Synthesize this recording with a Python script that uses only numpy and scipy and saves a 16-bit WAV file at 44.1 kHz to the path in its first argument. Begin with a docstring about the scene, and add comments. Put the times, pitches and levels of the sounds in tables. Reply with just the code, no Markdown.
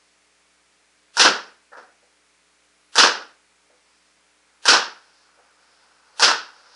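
"""In a block-walled garage, a paintball marker fires four single shots a few metres away.
Each shot: a faint hiss swells, the bolt strikes and rings the metal body, air blasts from the muzzle,
and the ball slaps a hanging backstop. The walls echo every bang. Spent balls knock on the floor.
Underneath lie a faint swelling rush, microphone hiss and mains hum."""
import sys
import numpy as np
from scipy import signal
from scipy.fft import rfft, irfft, next_fast_len
from scipy.io import wavfile
from scipy.ndimage import uniform_filter1d, minimum_filter1d, map_coordinates

SR = 44100
rng = np.random.default_rng(int(sys.argv[2]) if len(sys.argv) > 2 else 0)


def store_pcm(level_fs):
    """Save levels as 16-bit WAV."""
    pcm = np.round(np.clip(level_fs, -1, 1) * 32767).astype(np.int16)
    wavfile.write(sys.argv[1], SR, np.atleast_2d(pcm).T)


N = 297675  # 6.75 seconds

# One row a shot: strike_s, wait_for_blast_s, ball_flight_s, blast_db, slap_db, slap_bass_db
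SHOTS = [(1.1692, .0257, .0528, 19.5, 19.5, 8.5), (2.9555, .0249, .0526, 20, 19.5, 6),
         (4.6544, .0246, .0519, 19.5, 18.5, 1), (6.1962, .0261, .0544, 18, 15.5, -2.5)]
# Notes of the marker's metal body: pitch_hz, level_db, fade_s (a fade is a drop of 60 dB)
BODY_NOTES = [(910, -19.5, 0.039), (1437, -26, 0.13), (1587, -27, 0.082), (4830, -24, .03),
              (5625, -16.5, 0.0056)]
def marker():
    """The bolt strikes, air drives the ball out, the ball lands. Strike and blast ring the body."""
    strike_s, wait_s, flight_s, blast_db, slap_db, bass_db = np.transpose(SHOTS)
    blast_s = strike_s + wait_s
    bolt = sum(map(bolt_strike, strike_s))
    blows = [(s, 3.5) for s in strike_s] + [(s, 6.5) for s in blast_s]  # start_s, strength_db
    body = ringing(blows, BODY_NOTES)
    blast = sum(map(muzzle_blast, blast_s, blast_db))
    slap = sum(map(backstop_slap, blast_s + flight_s, slap_db, bass_db))
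    return bolt + body + blast + slap + hiss_before_shots(strike_s)

# First echoes of the bolt off the walls: delay_s, level_db
BOLT_ECHOES = [(.002, -4), (.0075, 1), (.011, -6)]
# Tone of the bolt: pitch_hz, level_db
BOLT_TONE = [(150, -15), (350, -9), (800, -1), (950, 0.5), (1100, -5), (1550, 0), (2100, -7.5),
             (5500, -2.5), (9000, 4)]
def bolt_strike(start_s):
    """The bolt slams forward with a sharp clack, equally hard every time."""
    clack = bang(start_s, 13.5, BOLT_ECHOES, fade_s=.006, room_db=11, rise_s=.012, early_db=0)
    return shape_pair(clack, BOLT_TONE)

# First echoes of the blast: delay_s, level_db
BLAST_ECHOES = [(.003, -1), (.0047, 2), (.009, 0), (.026, 0)]
# Tone of the blast: pitch_hz, level_db
BLAST_TONE = [(100, -9), (280, 1), (490, 1.5), (650, -3), (1500, -1), (3000, 0.62), (5500, 0.5), (9000, 1)]
def muzzle_blast(start_s, level_db):
    """Compressed air bursts out of the barrel with a very short pop."""
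    pop = bang(start_s, level_db, BLAST_ECHOES, fade_s=.0041, room_db=14, rise_s=.006, early_db=-.5)
    return shape_pair(pop, BLAST_TONE)

# First echoes of the slap: delay_s, level_db
SLAP_ECHOES = [(.004, 0), (.012, 0), (.039, -1)]
# Tone of the slap above its bass: pitch_hz, level_db
SLAP_TONE = [(900, 3), (1500, 1.5), (3000, -3), (5500, -6.5), (9000, -5.5)]
def backstop_slap(start_s, level_db, bass_db):
    """The ball smacks the hanging backstop, with its own amount of low thud."""
    slap = bang(start_s, level_db, SLAP_ECHOES, fade_s=.015, room_db=11.5, rise_s=.003, early_db=4.5)
    return shape_pair(slap, [(400, bass_db)] + SLAP_TONE)

# Tone of the hiss before a shot: pitch_hz, level_db
SWELL_TONE = [(100, -15), (500, -3.5), (1500, -5.5), (3500, 2.5), (5400, -4), (9000, 10.5)]
def hiss_before_shots(strike_s, length_s=.038, gain_db=-29.5):
    """A faint hiss swells just before each strike and stops as it lands."""
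    t = np.arange(N) / SR
    swell = sum(np.clip(1 - (s - t) / length_s, 0, 1) * (t < s) for s in strike_s)
    return amp(gain_db) * swell * shape_pair(rng.standard_normal((2, N)), SWELL_TONE)

# Spent balls dropping: start_s, level_db, middle_db, treble_db
KNOCKS = [(1.718, -22.5, 6.5, -31), (1.73, -17, 4, -19), (1.769, -21, 8, -7), (1.782, -12, -21, -23),
          (1.885, -30, -14, -25), (2.03, -28, -23, -22), (2.62, -48.5, 0, -7), (3.7, -27.5, -10, -27.5),
          (3.73, -33, -21.5, -24.5), (5.375, -34.5, -5, -13), (5.387, -24.5, -6.5, -22.5),
          (5.63, -40.5, -9.5, -10.5)]
# First echo of a knock: delay_s, level_db
KNOCK_ECHOES = [(.006, -3)]
# Low part of a knock's tone: pitch_hz, level_db
KNOCK_TONE = [(100, -10), (260, 3.5), (520, 1), (750, 6.5)]
# Notes of a low hollow ring that each knock sets off: pitch_hz, level_db, fade_s
HOLLOW_NOTES = [(498, -31.5, 0.3), (574, -20.5, 0.069)]
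def floor_knocks(ring_db=4):
    """Soft balls land far off, heard mostly as echo. A harder hit sounds brighter."""
    total = ringing([(s, db + ring_db) for s, db, _, _ in KNOCKS], HOLLOW_NOTES)[0]
    for start_s, level_db, middle_db, treble_db in KNOCKS:
        tone = KNOCK_TONE + [(1000, middle_db), (1800, middle_db), (2800, treble_db), (9000, treble_db)]
        knock = bang(start_s, level_db, KNOCK_ECHOES, fade_s=.1, room_db=15.5, rise_s=.0018, early_db=-.5)
        total += shape(knock[0], tone)
    return total

def bang(start_s, level_db, echoes, fade_s, room_db, rise_s, early_db):
    """A click and a puff of noise, with echoes. Two rows: centre and side (left minus right)."""
    t = np.arange(SR // 8) / SR
    heard = amp(room_db) * np.array([garage_echo(rise_s, early_db) for _ in range(2)])
    for delay_s, echo_db in [(.001, 0)] + echoes:  # the direct sound comes first
        puff = .5 * amp(-60 * t / fade_s) * rng.standard_normal(len(t))  # rough walls vary each echo
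        puff[0] = 1  # the click
        heard[0, round(delay_s * SR):][:len(t)] += amp(echo_db) * puff / np.linalg.norm(puff)
    out = np.zeros((2, N + SR))
    out[:, round(start_s * SR):][:, :heard.shape[1]] = amp(level_db) * heard
    return out[:, :N]

def ringing(blows, notes):
    """Each blow rings an object's notes in a slightly new mix, in the centre row only."""
    t = np.arange(SR // 4) / SR
    out = np.zeros((2, N + SR))
    for start_s, strength_db in blows:
        for pitch_hz, level_db, fade_s in notes:
            fade = amp(strength_db + level_db + rng.normal(0, 1.9) - 60 * t / fade_s)
            out[0, round(start_s * SR):][:len(t)] += fade * np.sin(2 * np.pi * pitch_hz * t)
    return out[:, :N]

# How long each pitch lingers in the garage: pitch_hz, fade_s
GARAGE_FADES = [(120, 0.4), (250, 0.4), (500, 0.37), (1400, 0.4), (3000, 0.36), (5500, 0.34), (9000, .25)]
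def garage_echo(rise_s, early_db):
    """Many echoes blur into a wash that builds up, comes in clumps and dies away."""
    hz, frame_s, noise = signal.stft(rng.standard_normal(SR // 2), SR, nperseg=256)
    clumps = uniform_filter1d(uniform_filter1d(rng.standard_normal(noise.shape), 9, 0), 2, 1)
    fade_db = 1.6 * unit_level(clumps) - 60 * frame_s / at_pitch(GARAGE_FADES, hz)[:, None]
    wash = signal.istft(noise * amp(fade_db), SR, nperseg=256)[1][:SR // 2]
    t = np.arange(len(wash)) / SR
    wash *= (1 - np.exp(-t / rise_s)) * amp(early_db * np.exp(-t / .025))
    return wash / np.linalg.norm(wash)

# Loudness of the rush's low and high parts: time_s, level_db
RUSH_LOW_LEVELS = [(0, -79.5), (4.4, -72), (5.05, -64.5), (5.9, -62), (6.75, -55.5)]
RUSH_HIGH_LEVELS = [(0, -70), (.4, -79), (3.5, -82), (3.95, -69), (4.4, -81.5), (5.2, -62.5), (5.4, -75.5),
                    (5.8, -62.5), (5.95, -69), (6.55, -58.5), (6.65, -60), (6.75, -53.5)]
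# Tones of those two parts: pitch_hz, level_db
RUSH_LOW_TONE = [(200, -29.5), (500, 4), (1400, 1.5), (2200, -5), (4000, -23)]
RUSH_HIGH_TONE = [(1500, -27.5), (3000, -3.5), (5000, 2), (7000, -3.5), (10000, -16)]
def far_rush():
    """A far rushing noise: its low part grows while its high part swells and sinks."""
    t = np.arange(N) / SR
    total = np.zeros(N)
    for levels, tone in [(RUSH_LOW_LEVELS, RUSH_LOW_TONE), (RUSH_HIGH_LEVELS, RUSH_HIGH_TONE)]:
        level_db = np.interp(t, *np.transpose(levels)) + wobble(24)
        noise = shape(rng.standard_normal(N), tone)
        total += amp(level_db) * unit_level(through_housing(noise))
    return total

# Tone of the microphone's hiss: pitch_hz, level_db
HISS_TONE = [(30, -37), (100, -20.5), (250, -14), (500, -11), (1300, -8.5), (2300, -6.5), (3200, -11.5),
             (5330, -12), (8000, -14), (10600, -17.5)]
# Notes of the hum: multiple_of_mains, level_db
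HUM_NOTES = [(1, -83.5), (3, -84.5), (4, -92), (5, -79.5), (6, -95.5), (7, -80.5), (9, -83), (11, -85.5),
             (21, -86)]
def hiss_and_hum(hiss_db=-61.5, mains_hz=60):
    """The microphone's amplifier hisses, and mains power hums, mostly at odd multiples of its pitch."""
    t = np.arange(N) / SR
    hum = np.zeros(N)
    for multiple, level_db in HUM_NOTES:
        peak = np.sqrt(2) * amp(level_db + .6 * wobble(9.2))
        hum += peak * np.sin(2 * np.pi * (multiple * mains_hz * t + rng.random()))
    return hum + amp(hiss_db) * unit_level(shape(rng.standard_normal(N), HISS_TONE))

# What gets through the microphone's housing: pitch_hz, gain_db
HOUSING_TONE = [(40, -59.5), (85, -62), (190, -21.5), (390, -13), (480, -7.5), (640, -11.5), (930, -3.5),
                (1080, -6.5), (1480, 0.5), (2200, -13), (2650, -6), (3700, -8), (4600, -4), (5400, -3.5),
                (7200, -17), (10600, -29)]
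def through_housing(sound):
    """The microphone sits behind a small opening that thins out the bass and the highest treble."""
    return shape(sound, HOUSING_TONE)

# How much of the shots' side row is heard: pitch_hz, gain_db
SIDE_TONE = [(60, -16.5), (170, -10.5), (470, -22.5), (1300, -25.5), (3630, -19.5), (10100, -15)]
def to_stereo(centre, side, right_db=.5):
    """Turn centre and side into left and right, leaning a little to the right."""
    side = shape(side, SIDE_TONE)
    return np.array([centre + side, centre - side]) * amp([[-right_db / 2], [right_db / 2]])

def amp(db):
    """Turn decibels into a number to multiply by."""
    return 10 ** (np.asarray(db) / 20)

def unit_level(x):
    """Scale a signal to an average power of 1."""
    return x / np.sqrt(np.mean(x ** 2) + 1e-20)

def at_pitch(table, hz):
    """Read between the rows of a table, giving each octave equal space."""
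    pitches, values = np.transpose(table)
    return np.interp(np.log(hz + 1), np.log(pitches + 1), values)

def shape(sound, tone, size=4096):
    """Make each pitch louder or softer, as a tone table says."""
    gains = amp(at_pitch(tone, np.fft.rfftfreq(size, 1 / SR)))
    folded = irfft(np.log(gains + 1e-6))
    folded[1:size // 2] *= 2  # fold in half so the filter never rings ahead of a hit
    folded[size // 2 + 1:] = 0
    click_response = irfft(np.exp(rfft(folded)))
    return signal.oaconvolve(sound, click_response)[:len(sound)]

def shape_pair(pair, tone):
    """Give both rows the same tone."""
    return np.array([shape(row, tone) for row in pair])

def wobble(rate_hz):
    """A smooth curve through rate_hz random points a second."""
    points = rng.standard_normal(int(N * rate_hz / SR) + 4)
    return map_coordinates(points, [np.arange(N) * rate_hz / SR])

def scene():
    """The shots in stereo, with the knocks and the background in the centre."""
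    centre, side = map(through_housing, marker())
    return to_stereo(centre, side) + through_housing(floor_knocks()) + far_rush() + hiss_and_hum()

def record(dry, ceiling=.95, top_hz=10700):
    """A fast limiter turns down the loudest peaks; then everything above top_hz is cut."""
    needed = np.minimum(1, ceiling / (np.abs(dry).max(axis=0) + 1e-9))
    gain = uniform_filter1d(minimum_filter1d(needed, size=45), size=45)  # smoothed over about 1 ms
    size = next_fast_len(N + 8192)
    passes = np.fft.rfftfreq(size, 1 / SR) < top_hz
    return irfft(rfft(dry * gain, size) * passes, size)[:, :N]

dry = scene()
out = record(dry)
store_pcm(out)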